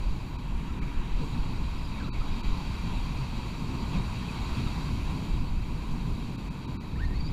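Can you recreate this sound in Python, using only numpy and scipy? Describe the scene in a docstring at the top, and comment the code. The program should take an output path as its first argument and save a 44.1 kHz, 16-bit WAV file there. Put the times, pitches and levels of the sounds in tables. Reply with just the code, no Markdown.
"""Surf breaks and drains over jetty rocks throughout, heard through a camera's sealed plastic case.
Noise bands make rumble, slosh and foam; lumpy low noise is the wind buffeting the case; hiss is steady.
The camera tips down at 0.45-1.13 s; gliding tones are reel chirps at 0.6-2.2 s and 4.2-4.7 s, and a few
water gulps from 1.1 s to 4.7 s. The treble drops out briefly near 0.4, 0.8, 2.1, 2.4 and 6.4-6.8 s.
From 6.9 s the reel squeals once, a stick-slip tone of three rising partials."""
import sys
import numpy as np
from scipy import signal
from scipy.io import wavfile
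from scipy.ndimage import uniform_filter1d

SR = 44100
rng = np.random.default_rng(int(sys.argv[2]) if len(sys.argv) > 2 else 0)


def waveform_to_disk(signal):
    """Save audio, clipped to [-1, 1], as 16-bit WAV at the path in sys.argv[1]."""
    frames = np.transpose(np.atleast_2d(signal))
    scaled = np.clip(frames, -1, 1) * 32767
    samples = np.round(scaled).astype(np.int16)
    wavfile.write(sys.argv[1], SR, samples)


def magnitude_from_level(level_db):
    """Linear magnitude for a level in decibels (20 dB per decade)."""
    exponent = np.asarray(level_db, float) / 20
    return 10 ** exponent


N = 323076


def evened(x):
    """Scales to rms 1."""
    return x / np.sqrt(np.mean(x ** 2) + 1e-20)


def column(table, index, t):
    """Interpolates one column of a curve at times t."""
    return np.interp(t, [row[0] for row in table], [row[index] for row in table])


def bump(middle, width, x):
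    """Bell-shaped rise and fall; width is between the 1/e points."""
    return np.exp(-(2 * (x - middle) / width) ** 2)


def noise(colour, size, patchy_db, patch_hz, patch_s, flicker_db, shape_db=lambda hz, t: 0):
    """Random short-time spectra with drifting patches and a flicker shared by all pitches."""
    hop = size // 4
    hz = np.fft.rfftfreq(size, 1 / SR)[:, None]
    t = np.arange(N // hop + 5) * hop / SR
    real, imaginary, patches = rng.standard_normal((len(t), len(hz), 3)).T
    patch_frames = 1 + int(patch_s * SR / hop)
    patches = uniform_filter1d(patches, 1 + int(patch_hz * size / SR), 0)
    patches = evened(uniform_filter1d(patches, patch_frames, 1))
    flicker = evened(uniform_filter1d(rng.standard_normal(len(t)), patch_frames))
    colour_hz, colour_db = np.transpose(colour)
    base_db = np.interp(np.log(hz + 1), np.log(colour_hz), colour_db)
    field_db = base_db + patchy_db * patches + flicker_db * flicker
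    rms = np.sqrt(np.mean(magnitude_from_level(field_db) ** 2))  # taken before shape_db, which thus sets the level
    spectra = (real + 1j * imaginary) * magnitude_from_level(field_db + shape_db(hz, t)) / rms
    return signal.istft(spectra, nperseg=size, noverlap=size - hop)[1][:N] / np.sqrt(3 * size / 4)


def gliding_tones(rows, waver):
    """Short gliding sines with soft ends; waver is the rms pitch jitter as a fraction."""
    out = np.zeros(N)
    jitter = evened(uniform_filter1d(rng.standard_normal(N), size=150))
    for start_s, length_s, start_hz, end_hz, db in rows:
        start, count = int(start_s * SR), int(length_s * SR)
        hz = np.linspace(start_hz, end_hz, count) * (1 + waver * jitter[start:][:count])
        tone = np.sin(2 * np.pi * np.cumsum(hz) / SR)
        out[start:][:count] += np.sqrt(2) * magnitude_from_level(db) * tone * np.hanning(count)
    return out


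# Microphone noise spectrum. Each row: frequency in Hz, relative density in dB per Hz.
HISS_COLOUR = [(4000, -32), (8000, -6), (12000, -1.5), (15500, -1.5)]
HISS_DB = -71.5


def hiss():
    """Steady broadband noise of the microphone."""
    raw = noise(HISS_COLOUR, size=512, patchy_db=0.8, patch_hz=900, patch_s=0.02, flicker_db=1.0)
    return magnitude_from_level(HISS_DB) * evened(raw)


# Slowly changing wind under the gusts. Each row: time in seconds, level in dB, sharpness in dB per octave.
SLOW_WIND = [(0, -29, -5), (.35, -41, 1), (.6, -38.5, -1.7), (1.3, -32.5, -3.5), (1.6, -31.5, -2),
             (2.05, -34.5, -0.3), (2.4, -35.5, -1.5), (3, -30.5, 2), (3.4, -36.5, -0.2), (3.8, -33.5, 1.5),
             (4.25, -38, 4), (4.9, -34, 4), (5.25, -37, 2.5), (5.6, -33, -0.3), (6, -32.5, -0.5),
             (6.4, -40.5, -1.5), (6.8, -41, 5.5), (7.05, -28, 3.5), (7.33, -31, -0.5)]
# Gusts thumping the case. 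Each row: peak in seconds, length in seconds, level in dB.
GUSTS = [(0.093, 0.092, -24), (0.348, 0.072, -32.5), (0.535, 0.16, -27), (0.711, 0.036, -25.5),
         (0.847, .1, -28.5), (0.985, 0.042, -20), (1.158, 0.093, -23), (1.418, .06, -24.5),
         (1.636, 0.19, -31), (2.193, 0.093, -26), (2.313, 0.12, -26.5), (2.5, 0.11, -22), (2.697, .06, -31),
         (2.97, 0.075, -29.5), (3.18, 0.044, -28.5), (3.386, 0.041, -33), (3.848, 0.047, -30),
         (3.98, .06, -28.5), (4.1, .07, -34), (4.42, 0.04, -28.5), (4.516, 0.048, -28.5), (4.66, .1, -29),
         (4.926, 0.061, -26.5), (5.06, 0.17, -32), (5.336, .07, -23), (5.41, 0.054, -24.5),
         (5.547, 0.13, -25), (5.723, .06, -36.5), (5.928, 0.082, -30), (6.125, 0.055, -27.5),
         (6.26, 0.055, -38), (6.477, .1, -36), (6.74, 0.045, -33.5), (7.05, 0.03, -26), (7.193, .08, -29.5)]


def wind_db(t):
    """Powers of slow wind and gusts add."""
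    power = magnitude_from_level(column(SLOW_WIND, 1, t)) ** 2
    power = power + sum(magnitude_from_level(db) ** 2 * bump(s, length_s, t) ** 2 for s, length_s, db in GUSTS)
    return 10 * np.log10(power)


# Wind pressure spectrum. Each row: frequency in Hz, relative density in dB per Hz.
WIND_COLOUR = [(8, -6), (20, 2), (45, -0.5), (80, -9), (150, -22.5), (400, -77), (3000, -130)]
USUAL_WIND_DB = -31.5
DULLING = -0.35  # dB per octave for each dB of wind above the usual


def wind(t, steadied=0.75):
    """Lumpy pressure on the case; the gusts, more than chance, set its strength."""
    def shape_db(hz, s):
        tilt = column(SLOW_WIND, 2, s) + DULLING * (wind_db(s) - USUAL_WIND_DB)
        return tilt * np.clip(np.log2((hz + 1) / 35), -1, 2)

    lumps = evened(noise(WIND_COLOUR, size=4096, patchy_db=0.5, patch_hz=30, patch_s=0.08,
                         flicker_db=1.2, shape_db=shape_db))
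    power = uniform_filter1d(uniform_filter1d(lumps ** 2, size=1500), size=1500)
    # dividing by a power of the smoothed power flattens chance swells
    return magnitude_from_level(wind_db(t)) * evened(lumps / (power + 0.09) ** (steadied / 2))


# Reel chirps. Each row: start in seconds, length in seconds, start in Hz, end in Hz, mid-tone rms in dB.
CHIRPS = [(.6, .025, 2260, 2220, -52), (.672, 0.055, 1360, 1330, -51), (.81, 0.037, 1286, 1250, -48),
          (.818, 0.026, 2280, 2340, -48), (.864, 0.039, 2300, 2250, -51), (1.338, 0.033, 1740, 1750, -54),
          (1.773, .03, 4990, 4960, -58), (1.828, 0.055, 4950, 5030, -56), (1.95, 0.027, 1860, 1960, -55),
          (1.964, 0.036, 2260, 2270, -51), (1.988, 0.046, 1670, 1500, -48), (2.018, 0.058, 1390, 1220, -48),
          (2.072, 0.023, 1350, 1370, -47), (2.037, 0.027, 3960, 3940, -47.5),
          (2.138, 0.035, 2250, 2220, -48), (2.194, 0.032, 2500, 2470, -51), (2.2, .035, 1290, 1340, -45),
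          (2.17, 0.028, 2260, 2260, -54), (1.93, 0.037, 2470, 2630, -53), (4.214, .035, 1810, 1820, -52),
          (4.274, 0.044, 2530, 2530, -45.5), (4.358, 0.033, 2190, 2170, -49),
          (4.565, .045, 1305, 1420, -51), (4.59, 0.044, 1430, 1260, -55), (4.644, 0.027, 2860, 2840, -54),
          (4.66, .03, 1290, 1310, -45)]


def chirps():
    """The reel chirps while wound: short, unsteady gliding tones."""
    return gliding_tones(CHIRPS, waver=0.036)


# Long squeal. Each row: time in seconds, slip rate in Hz, grip in dB.
SQUEAL = [(6.945, 782, -70), (6.962, 880, -51), (6.975, 1120, -46), (6.993, 1400, -52), (7.004, 1534, -46),
          (7.018, 1740, -48), (7.035, 1860, -44), (7.06, 1870, -57), (7.08, 1770, -55), (7.1, 1820, -62),
          (7.115, 1850, -55), (7.14, 1870, -60), (7.155, 2170, -50), (7.172, 2225, -48), (7.185, 2200, -58),
          (7.21, 2330, -49), (7.222, 2210, -52), (7.236, 2215, -50), (7.25, 2370, -51), (7.272, 2325, -47),
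          (7.29, 2480, -54), (7.3, 2600, -68)]
# Brief slip inside the squeal. Each row: time in seconds, slip rate in Hz, grip in dB.
SLIP = [(7.035, 2060, -70), (7.052, 2120, -43), (7.068, 2150, -70)]
# Response of the reel's body. Each row: frequency in Hz, gain in dB.
REEL_COLOUR = [(800, -20), (1500, 0), (1900, 0), (2250, -14), (2450, -9), (2800, 0), (3150, -16),
               (3700, -14), (4400, 2), (5000, 1), (5400, -9), (6700, 0), (7800, -8)]
# Gains of partials 1 to 3 in dB.
PARTIAL_DB = (0, -3, -21)


def squeal(rows, t, waver=0.016, grain_db=3.5):
    """Stick and slip at an unsteady rate and grip sounds three partials through the reel's body."""
    jitter, *grain = (evened(uniform_filter1d(v, size=200)) for v in rng.standard_normal((4, N)))
    slip_hz, grip_db = column(rows, 1, t), column(rows, 2, t)
    body_hz, body_db = np.transpose(REEL_COLOUR)
    turns = np.cumsum(slip_hz * (1 + waver * jitter)) / SR
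    out = np.zeros(N)
    for k in range(3):
        through_body_db = np.interp(np.log((k + 1) * slip_hz), np.log(body_hz), body_db)
        db = grip_db + PARTIAL_DB[k] + through_body_db + grain_db * grain[k]
        out += np.sqrt(2) * magnitude_from_level(db) * np.sin(2 * np.pi * (k + 1) * turns)
    return out * ((t > rows[0][0]) & (t < rows[-1][0]))


# Low water gulps. Each row: start in seconds, length in seconds, start in Hz, end in Hz, mid-tone rms in dB.
GULPS = [(1.147, .06, 620, 554, -51), (1.195, 0.072, 514, 415, -45.5), (3.16, 0.11, 135.3, 132, -30),
         (3.94, 0.061, 229, 215, -37), (4.57, .08, 219, 212, -35)]


def gulps():
    """Low gulps of water: short, unsteady gliding tones."""
    return gliding_tones(GULPS, waver=0.064)


# The wave. Each row: time in seconds, strength in dB, share of foam against heavy water in dB,
# foam brightness in dB per octave.
SURF = [(0, -3, 0, 2), (.35, -4.5, -0.5, .9), (.6, -3, -0.5, 1), (.9, -1.5, -0.5, -0.2),
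        (1.12, -2, 0.5, -0.5), (1.26, -1.7, 0, 2), (1.5, -1, -0.5, 1), (1.9, -2, 0.5, 1),
        (2.1, -1, .5, -0.7), (2.4, 0.8, 1.5, -0.5), (2.9, 1, 1, 0.3), (3.3, 0.5, 1.1, 0.3),
        (3.7, .5, 0.2, 1.1), (4.2, 1.5, 1, 0.8), (4.6, 4, 0.5, 0.2), (5, 0.5, 0.5, 2.1),
        (5.25, 1.5, -1, 1.6), (5.55, -3.5, -1, 2), (5.9, -1.5, -1.5, 3), (6.4, -3, -1, 2),
        (6.8, -5, -1.5, 2), (7.33, -2.5, -2, 0)]
# Brief swells and dips of the surf. Each row: middle in seconds, length in seconds, change in dB.
SWELLS = [(1.215, 0.054, 4.5), (1.383, 0.13, 2), (2.017, 0.12, 1.5), (2.987, 0.046, 1.5),
          (3.742, 0.074, 1.5), (3.96, 0.072, 7), (4.6, 0.061, 2.5), (5.108, 0.038, 5), (2.5, 0.17, 1),
          (2.88, .08, 1.5), (3.183, .08, -0.5), (4.305, 0.089, -1), (5.76, 0.16, 1), (6.21, 0.047, 2.5),
          (6.388, 0.045, 2.5), (6.69, 0.06, 3)]
# levels at zero strength and foam share, foam and slosh before the wash gain and colouring
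RUMBLE_DB, SLOSH_DB, FOAM_DB = -36, -47, -49
RUMBLE_FOLLOWS, SLOSH_FOLLOWS = 0.93, 0.54  # dB per dB of strength
RUMBLE_YIELDS, SLOSH_YIELDS = -1.86, 0.015  # dB per dB of foam share
SWELL_IN_FOAM = 0.13  # dB per dB of swell


def surf_db(t):
    """Rumble, slosh and foam levels follow the wave and its brief swells; foam tilt follows the wave."""
    strength, foamy = column(SURF, 1, t), column(SURF, 2, t)
    swell = sum(db * bump(s, length_s, t) for s, length_s, db in SWELLS)
    rumble_db = RUMBLE_DB + RUMBLE_FOLLOWS * strength + RUMBLE_YIELDS * foamy + swell
    slosh_db = SLOSH_DB + SLOSH_FOLLOWS * strength + SLOSH_YIELDS * foamy + swell
    foam_db = FOAM_DB + strength + foamy + SWELL_IN_FOAM * swell
    return rumble_db, slosh_db, foam_db, column(SURF, 3, t)


# Rumble spectrum. Each row: frequency in Hz, relative density in dB per Hz.
RUMBLE_COLOUR = [(30, -37), (70, -6.5), (130, 0), (250, -6), (400, -18), (600, -32), (1500, -67),
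                 (6000, -120)]


def rumble(t):
    """Dull roar of water falling between the rocks."""
    roar = noise(RUMBLE_COLOUR, size=2048, patchy_db=0.73, patch_hz=80, patch_s=0.089, flicker_db=1.12)
    return magnitude_from_level(surf_db(t)[0]) * evened(roar)


# Peaks and notches of the sealed case. Each row: frequency in Hz, width in Hz, gain in dB.
CASE = [(987, 370, 7), (936, 100, 2), (2470, 124, -3.5), (1766, 305, -4.5), (2500, 530, 9),
        (3040, 180, -1.5), (3297, 500, 4.5), (3500, 240, -6.5), (3880, 550, 7), (4536, 445, 6),
        (5676, 750, 8), (6230, 250, 2.5), (6930, 990, 7), (8440, 720, -0.5), (10480, 1500, 4),
        (11260, 500, -4), (12500, 1100, 1)]


def case_db(hz):
    """Colour of the case: bell-shaped peaks and notches."""
    return sum(db * bump(f, width_hz, hz) for f, width_hz, db in CASE)


# Wash colour while tipped. Each row: frequency in Hz, width in Hz, gain in dB.
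TIPPED_COLOUR = [(1750, 600, 3.5), (2900, 520, 2), (4450, 1500, -4.5)]
TIP_START_S, TIP_END_S, TURN_S = 0.45, 1.13, 0.14


def tipped_db(hz, t):
    """Tipping the camera toward the rocks shades some of the wash and opens other parts."""
    down = np.clip(np.minimum(t - TIP_START_S, TIP_END_S - t) / TURN_S + 0.5, 0, 1)
    return down * sum(db * bump(f, width_hz, hz) for f, width_hz, db in TIPPED_COLOUR)


# Wash spectrum. Each row: frequency in Hz, relative density in dB per Hz.
WASH_COLOUR = [(150, 5), (400, -2.5), (1000, 1), (2500, -5.5), (4800, -8), (5400, -21), (8000, -19),
               (9000, -24), (15500, -31)]


def wash():
    """Slosh below and bursting foam above, both heard through the case."""
    def shape_db(hz, s):
        octaves = np.log2((hz + 1) / 1700)
        foam = np.clip(octaves / 4.8 + 0.5, 0, 1)
        _, slosh_db, foam_db, tilt_db = surf_db(s)
        water_db = (1 - foam) * slosh_db + foam * foam_db
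        bright_db = tilt_db * np.clip(octaves - 1.1, 0, 1.5)
        return case_db(hz) + tipped_db(hz, s) + water_db + bright_db

    return magnitude_from_level(4.5) * noise(WASH_COLOUR, size=1024, patchy_db=1.0, patch_hz=500, patch_s=0.04,
                            flicker_db=0.12, shape_db=shape_db)


def scene():
    """Hiss, wind, reel and surf in one channel."""
    t = np.arange(N) / SR
    reel = chirps() + squeal(SQUEAL, t) + squeal(SLIP, t)
    surf = gulps() + rumble(t) + wash()
    return (hiss() + wind(t) + reel + surf)[None]


# Treble dropouts. Each row: middle in seconds, length in seconds.
DROPOUTS = [(.375, .015), (.805, .017), (2.113, .036), (2.424, .015), (6.371, .013), (6.498, .014),
            (6.669, .015), (6.786, .036)]


def dropouts(x):
    """Briefly mutes 480-14800 Hz, sparing 780-1500 Hz and the case's strongest peaks below 4800 Hz."""
    hz, t, spectra = signal.stft(x, SR, nperseg=512, noverlap=448)
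    strong = (case_db(hz) > 4.6) | ((hz > 780) & (hz < 1500))
    weak = (hz > 480) & (hz < 14800) & ((hz > 4800) | ~strong)
    lost = sum(np.clip((length_s / 2 - abs(t - s)) / 0.012 + 0.5, 0, 1) for s, length_s in DROPOUTS)
    return signal.istft(spectra * (1 - weak[:, None] * lost), SR, nperseg=512, noverlap=448)[1][:, :N]


def low_pass(x):
    """Removes everything above the highest recorded frequency."""
    return signal.sosfilt(signal.butter(12, 16350, fs=SR, output="sos"), x)


def record(dry):
    """Dropouts, then a steep low-pass at the band limit."""
    lowpass = signal.firwin(1023, 15260, window=("kaiser", 8), fs=SR)  # Hz
    mix = signal.oaconvolve(dropouts(dry), lowpass[None], "same")
    return low_pass(mix)


dry = scene()
out = record(dry)
waveform_to_disk(out)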